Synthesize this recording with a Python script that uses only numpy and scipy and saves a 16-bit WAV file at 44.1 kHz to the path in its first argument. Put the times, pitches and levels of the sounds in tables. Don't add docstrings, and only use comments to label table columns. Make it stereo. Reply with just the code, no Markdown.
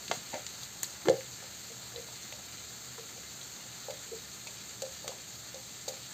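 import sys
import numpy as np
from scipy import signal
from scipy.fft import rfft, irfft
from scipy.io import wavfile
from scipy.ndimage import uniform_filter1d

SR = 44100
rng = np.random.default_rng(int(sys.argv[2]) if len(sys.argv) > 2 else 0)


def wrap_up_sound(samples):
    columns = np.atleast_2d(samples).T
    tamed = np.clip(columns, -1, 1)
    steps = np.round(tamed * 32767).astype(np.int16)
    wavfile.write(sys.argv[1], SR, steps)


N = 270721


def amp(db):
    return 10 ** (np.asarray(db) / 20)

def unit(x):
    return x / np.sqrt(np.mean(x ** 2) + 1e-20)

def fade(t, t60):
    return np.exp(-np.log(1000) * t / t60)

def curve_at(points, hz):
    f, value = np.transpose(points)
    return np.interp(np.log(hz + 1), np.log(f), value)

def add(mix, start, sound):
    part = mix[round(start * SR):][:len(sound)]
    part += sound[:len(part)]

def colour(x, points):
    return irfft(rfft(x) * amp(curve_at(points, np.fft.rfftfreq(len(x), 1 / SR))), len(x))

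def drift(hz):
    f = np.fft.rfftfreq(N, 1 / SR)
    return unit(irfft(rfft(rng.standard_normal(N)) * np.exp(-(f / hz) ** 2) * (f > 0), N))

def click(hz, octaves, size=1024):
    f = abs(np.fft.fftfreq(size, 1 / SR)) + 20
    log_gain = np.maximum(-3 * np.log1p((np.log2(f / hz) / octaves) ** 2 / 3), -10)
    spectrum = np.exp(np.conj(signal.hilbert(log_gain)))
    wave = np.fft.ifft(spectrum).real[:size // 2]
    return wave / abs(wave).max()

def scatter(x, strength=0.2, t60=0.034, size=1024):
    t = np.arange(size) / SR
    copies = strength * rng.standard_normal(size) * (rng.random(size) < .25)
    copies *= fade(t, t60) * (t > .0005)
    copies[0] = 1
    return np.convolve(x, copies)

def resonate(x, tones):
    t = np.arange(16384) / SR
    response = np.zeros(len(t))
    for hz, db, t60 in tones:
        ring = np.sin(2 * np.pi * hz * t) * fade(t, t60)
        response += amp(db) * ring * 2 * np.log(1000) / (t60 * SR)
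    return signal.oaconvolve(x, response)[:N]


# frequency in Hz, relative level in dB.
HISS_CURVE = [(150, -16), (400, -4.5), (800, -2), (1080, -7), (1300, -2.5), (3000, -4.5), (4300, -1.5),
              (5200, -3.5), (6800, -4.5), (8300, -5), (12000, -5.5), (15500, -11)]
def sizzle(patch_db=1.0, flutter_db=0.35):
    bursts = rng.standard_normal(N) * (rng.random(N) < .6)
    _, _, bands = signal.stft(bursts, SR, nperseg=512)
    patches = uniform_filter1d(rng.standard_normal(bands.shape), size=14, axis=0)
    patches = unit(uniform_filter1d(patches, size=8, axis=1))
    hiss = signal.istft(bands * amp(patch_db * patches), SR, nperseg=512)[1][:N]
    return unit(colour(hiss, HISS_CURVE)) * amp(flutter_db * drift(hz=35))

def crackle(per_s=170, spread_db=3.0, level_db=-11, pitches=24):
    out = np.zeros(N)
    for hz in np.geomspace(1900, 6000, pitches):
        chance, size, sign = rng.random((3, N))
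        strength = amp(spread_db * np.minimum(-np.log(size + 1e-9), 4))
        bursts = strength * np.sign(sign - .5) * (chance < per_s / pitches / SR)
        out += signal.oaconvolve(bursts, unit(scatter(click(hz, octaves=0.85))))[:N]
    return amp(level_db) * unit(out)


# frequency in Hz, relative level in dB.
FLAME_CURVE = [(20, -24), (45, -27), (75, -1), (98, -10.5), (122, 4), (150, -7), (195, -2.5), (250, -9.5),
               (400, -11), (900, -35.5), (3000, -67)]
def flame(level_db=-55.0):
    return amp(level_db) * unit(colour(rng.standard_normal(N), FLAME_CURVE))


# pitch in Hz, gain in dB, ring time in seconds.
STEEL_TONES = [(1441, -2.5, 0.039), (1794, 0.5, 0.064), (2144, -4, 0.04), (2400, -10, 0.044),
               (2770, -27, 0.079), (3960, -13, 0.028), (4700, -9, 0.065)]
def wok(bright, dull, lowest_hz=105):
    bass_cut = signal.butter(4, lowest_hz, "high", fs=SR, output="sos")
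    return signal.sosfilt(bass_cut, bright + resonate(bright, STEEL_TONES) + dull)

def kitchen(x, echo_db, low_t60=0.25, high_t60=0.26, size=22050):
    echoes = rng.choice([-1., 1.], size) * (rng.random(size) < 3000 / SR)
    echoes *= np.arange(size) > .005 * SR
    hz, t, bands = signal.stft(echoes, SR, nperseg=256)
    t60 = curve_at([(500, low_t60), (8000, high_t60)], hz)[:, None]
    tail = signal.istft(bands * fade(t, t60), SR, nperseg=256)[1]
    return x + amp(echo_db) * signal.oaconvolve(x, tail / np.linalg.norm(tail))[:N]


# start in seconds, level in dB, pitch in Hz, width in octaves.
PAN_CLICKS = [(.0804, -25.5, 3120, 0.86), (0.1134, -18.5, 736, 0.71), (0.1144, -14.5, 2300, 1.05),
              (0.3426, -25, 2600, 1.5), (.466, -22, 3800, 1.25), (1.0566, -27.5, 900, 1.2),
              (1.073, -27.5, 1200, 1.3), (1.0852, -16.5, 2120, 1.08), (1.0967, -22, 4800, .9),
              (1.2085, -31.5, 2180, 0.66), (1.96, -31, 3760, 0.36), (2.9808, -37.5, 1090, 0.69),
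              (3.413, -35.5, 3670, .25), (3.907, -24, 2400, 1.86), (4.472, -26.5, 3200, 1.3),
              (4.8211, -19, 4900, 1.3), (5.0792, -17, 2680, 1.87), (5.545, -30, 4400, .8),
              (5.881, -25, 4660, 0.55)]
def pan_clicks(repeat_s=.0023, repeat_db=-13):
    out = np.zeros(N)
    for start, db, hz, octaves in PAN_CLICKS:
        tick = click(hz, octaves)
        add(out, start, amp(db) * scatter(tick))
        add(out, start + repeat_s, amp(db + repeat_db) * scatter(tick))
    return out


def dull_note(hz, swell_s, upper_db, upper_ratio=1.452, cushion_s=0.002):
    t = np.arange(8192) / SR
    phase, age = 2 * np.pi * hz * t, t / swell_s
    upper = amp(upper_db) * np.exp(-swell_s / cushion_s)
    return age * np.exp(1 - age) * (np.sin(phase) + upper * np.sin(upper_ratio * phase))

# pitch in Hz, gain in dB, ring time in seconds.
HOLLOW_TONES = [(122, 3, .6), (168, 0, .25), (338, -3, .13), (384, -3, .13), (450, 0, .15), (527, 7.5, .15),
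                (596, 2, .14), (707, 5, .15), (785, 1, .15), (865, -1, .12)]
# start in seconds, level in dB, pitch in Hz,
# swell time in seconds, rebound level in dB relative to the knock.
SPATULA_KNOCKS = [(0.099, -37.5, 238, 0.0013, -20), (.1134, -27.5, 560, 0.00017, -26),
                  (.171, -39, 149, 0.003, -20), (.3385, -34, 276, 0.00095, -15),
                  (.3405, -27.5, 559, .0013, -10.5), (1.0535, -31, 330, 0.0057, -17),
                  (1.0699, -22, 366, 0.0037, -17), (1.0847, -9.5, 493, .0014, -6),
                  (1.4247, -44.5, 536, 0.0025, -13), (1.70, -46.5, 452, .0034, -2),
                  (1.94, -45.5, 482, 0.0027, -13), (1.959, -39, 487, 0.005, -8),
                  (1.982, -39.5, 463, 0.0042, -11), (2.085, -43.5, 640, 0.0016, -23),
                  (2.323, -42.5, 590, 0.0022, -17), (2.9802, -42, 460, 0.0049, -10),
                  (3.1633, -48.5, 500, .0014, 0), (3.8838, -29.5, 542, .002, -8),
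                  (3.906, -42, 584, .0012, -8), (4.116, -35, 432, 0.0066, -.5),
                  (4.468, -45, 600, .0011, -7), (4.8208, -30.5, 536, 0.004, -9),
                  (5.0428, -37.5, 570, 0.0026, -15), (5.0777, -34, 504, 0.0015, -4),
                  (5.119, -38.5, 640, 0.0011, -14), (5.5412, -39, 529, 0.0037, -10),
                  (5.8795, -29, 540, 0.0021, -26)]
def knocks(middling_db=-36, rebound_s=0.01323, hollow_delay_s=.0125):
    direct, into_bowl = np.zeros(N), np.zeros(N)
    for start, db, hz, swell_s, rebound_db in SPATULA_KNOCKS:
        harder_db = db - middling_db
        upper_db = 5 - 0.31 * harder_db
        thud_gain = amp(-27 + 0.5 * harder_db)
        thud = thud_gain * dull_note(hz=194, swell_s=.0025, upper_db=upper_db)
        blow = amp(db) * (dull_note(hz, swell_s, upper_db) + thud)
        rebound = dull_note(hz * 1.054, swell_s=0.0051, upper_db=upper_db)
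        add(direct, start, blow)
        add(direct, start + rebound_s, amp(db + rebound_db) * rebound)
        add(into_bowl, start + hollow_delay_s, amp(-1 + 0.0179 * harder_db) * blow)
    return direct + resonate(into_bowl, HOLLOW_TONES)


# start in seconds, rough length in seconds, level in dB, pitch in Hz, width in octaves.
BLADE_SLIDES = [(0.122, 0.059, -43.5, 3600, 1.9), (.326, .04, -40.5, 770, 0.23),
                (0.327, 0.045, -44, 2050, .42), (4.466, .02, -44.5, 2440, 0.16),
                (5.08, 0.036, -48.5, 3800, 1.1), (5.881, 0.016, -38, 5500, 1.6)]
def scrapes(slips_per_s=3000, size=8192):
    out, t = np.zeros(N), np.arange(size) / SR
    for start, length, db, hz, octaves in BLADE_SLIDES:
        slips = rng.standard_normal(size) * (rng.random(size) < slips_per_s / SR)
        rasp = unit(np.convolve(slips, click(hz, octaves))[:size])
        age = 3 * t / length
        add(out, start, amp(db) * rasp * age * np.exp(1 - age))
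    return out


# start in seconds, level in dB, bubble pitch in Hz.
OIL_SPITS = [(.6334, -30, 4160), (0.8321, -15, 7950), (2.3248, -31, 2680)]
# delay in seconds, level in dB relative to the spit, pitch in Hz.
FALLING_DROPS = [(0.011, -11, 4200), (.034, -16.5, 7500)]
def spits(crack_db=4.5):
    out = np.zeros(N)
    crack = amp(crack_db) * click(hz=3600, octaves=6.5)
    for start, db, hz in OIL_SPITS:
        burst = click(hz, octaves=0.64) + crack
        add(out, start, amp(db) * scatter(burst, strength=0.39, t60=0.018))
        for delay, drop_db, drop_hz in FALLING_DROPS:
            add(out, start + delay, amp(db + drop_db) * scatter(click(drop_hz, octaves=0.5)))
    return out

def pings(per_s=1.1, level_db=-42, pitches=5):
    out = np.zeros(N)
    for hz in np.geomspace(3500, 5900, pitches):
        starts = 1. * (rng.random(N) < per_s / pitches / SR)
        out += signal.oaconvolve(starts, scatter(click(hz, octaves=0.18)))[:N]
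    return amp(level_db) * out


def scene(frying_db=-47, calming_db_per_s=0.1327):
    calming = amp(frying_db - calming_db_per_s * np.arange(N) / SR)
    frying = calming * (sizzle() + kitchen(crackle(), echo_db=1.5))
    bright = frying + kitchen(pan_clicks() + scrapes() + spits() + pings(), echo_db=-10.0)
    dull = kitchen(knocks(), echo_db=-9.0)
    return np.tile(wok(bright, dull) + flame(), (2, 1))


# frequency in Hz, gain in dB.
MIC_CURVE = [(3300, -2), (4200, 3), (4720, 3.5), (4820, -4), (5600, -2.5), (6020, -1.5), (6130, 6.5),
             (7620, 7.5), (7730, -0.5), (8480, 1.5), (8600, -9), (9300, -10.5), (10200, -19.5),
             (11500, -23), (11630, -6), (15400, -1.5)]
def record(dry, highest_hz=15550):
    heard = np.array([colour(channel, MIC_CURVE) for channel in dry])
    treble_cut = signal.firwin(1023, highest_hz, window=("kaiser", 9), fs=SR)
    return signal.oaconvolve(heard, treble_cut[None], "same")


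dry = scene()
out = record(dry)
wrap_up_sound(out)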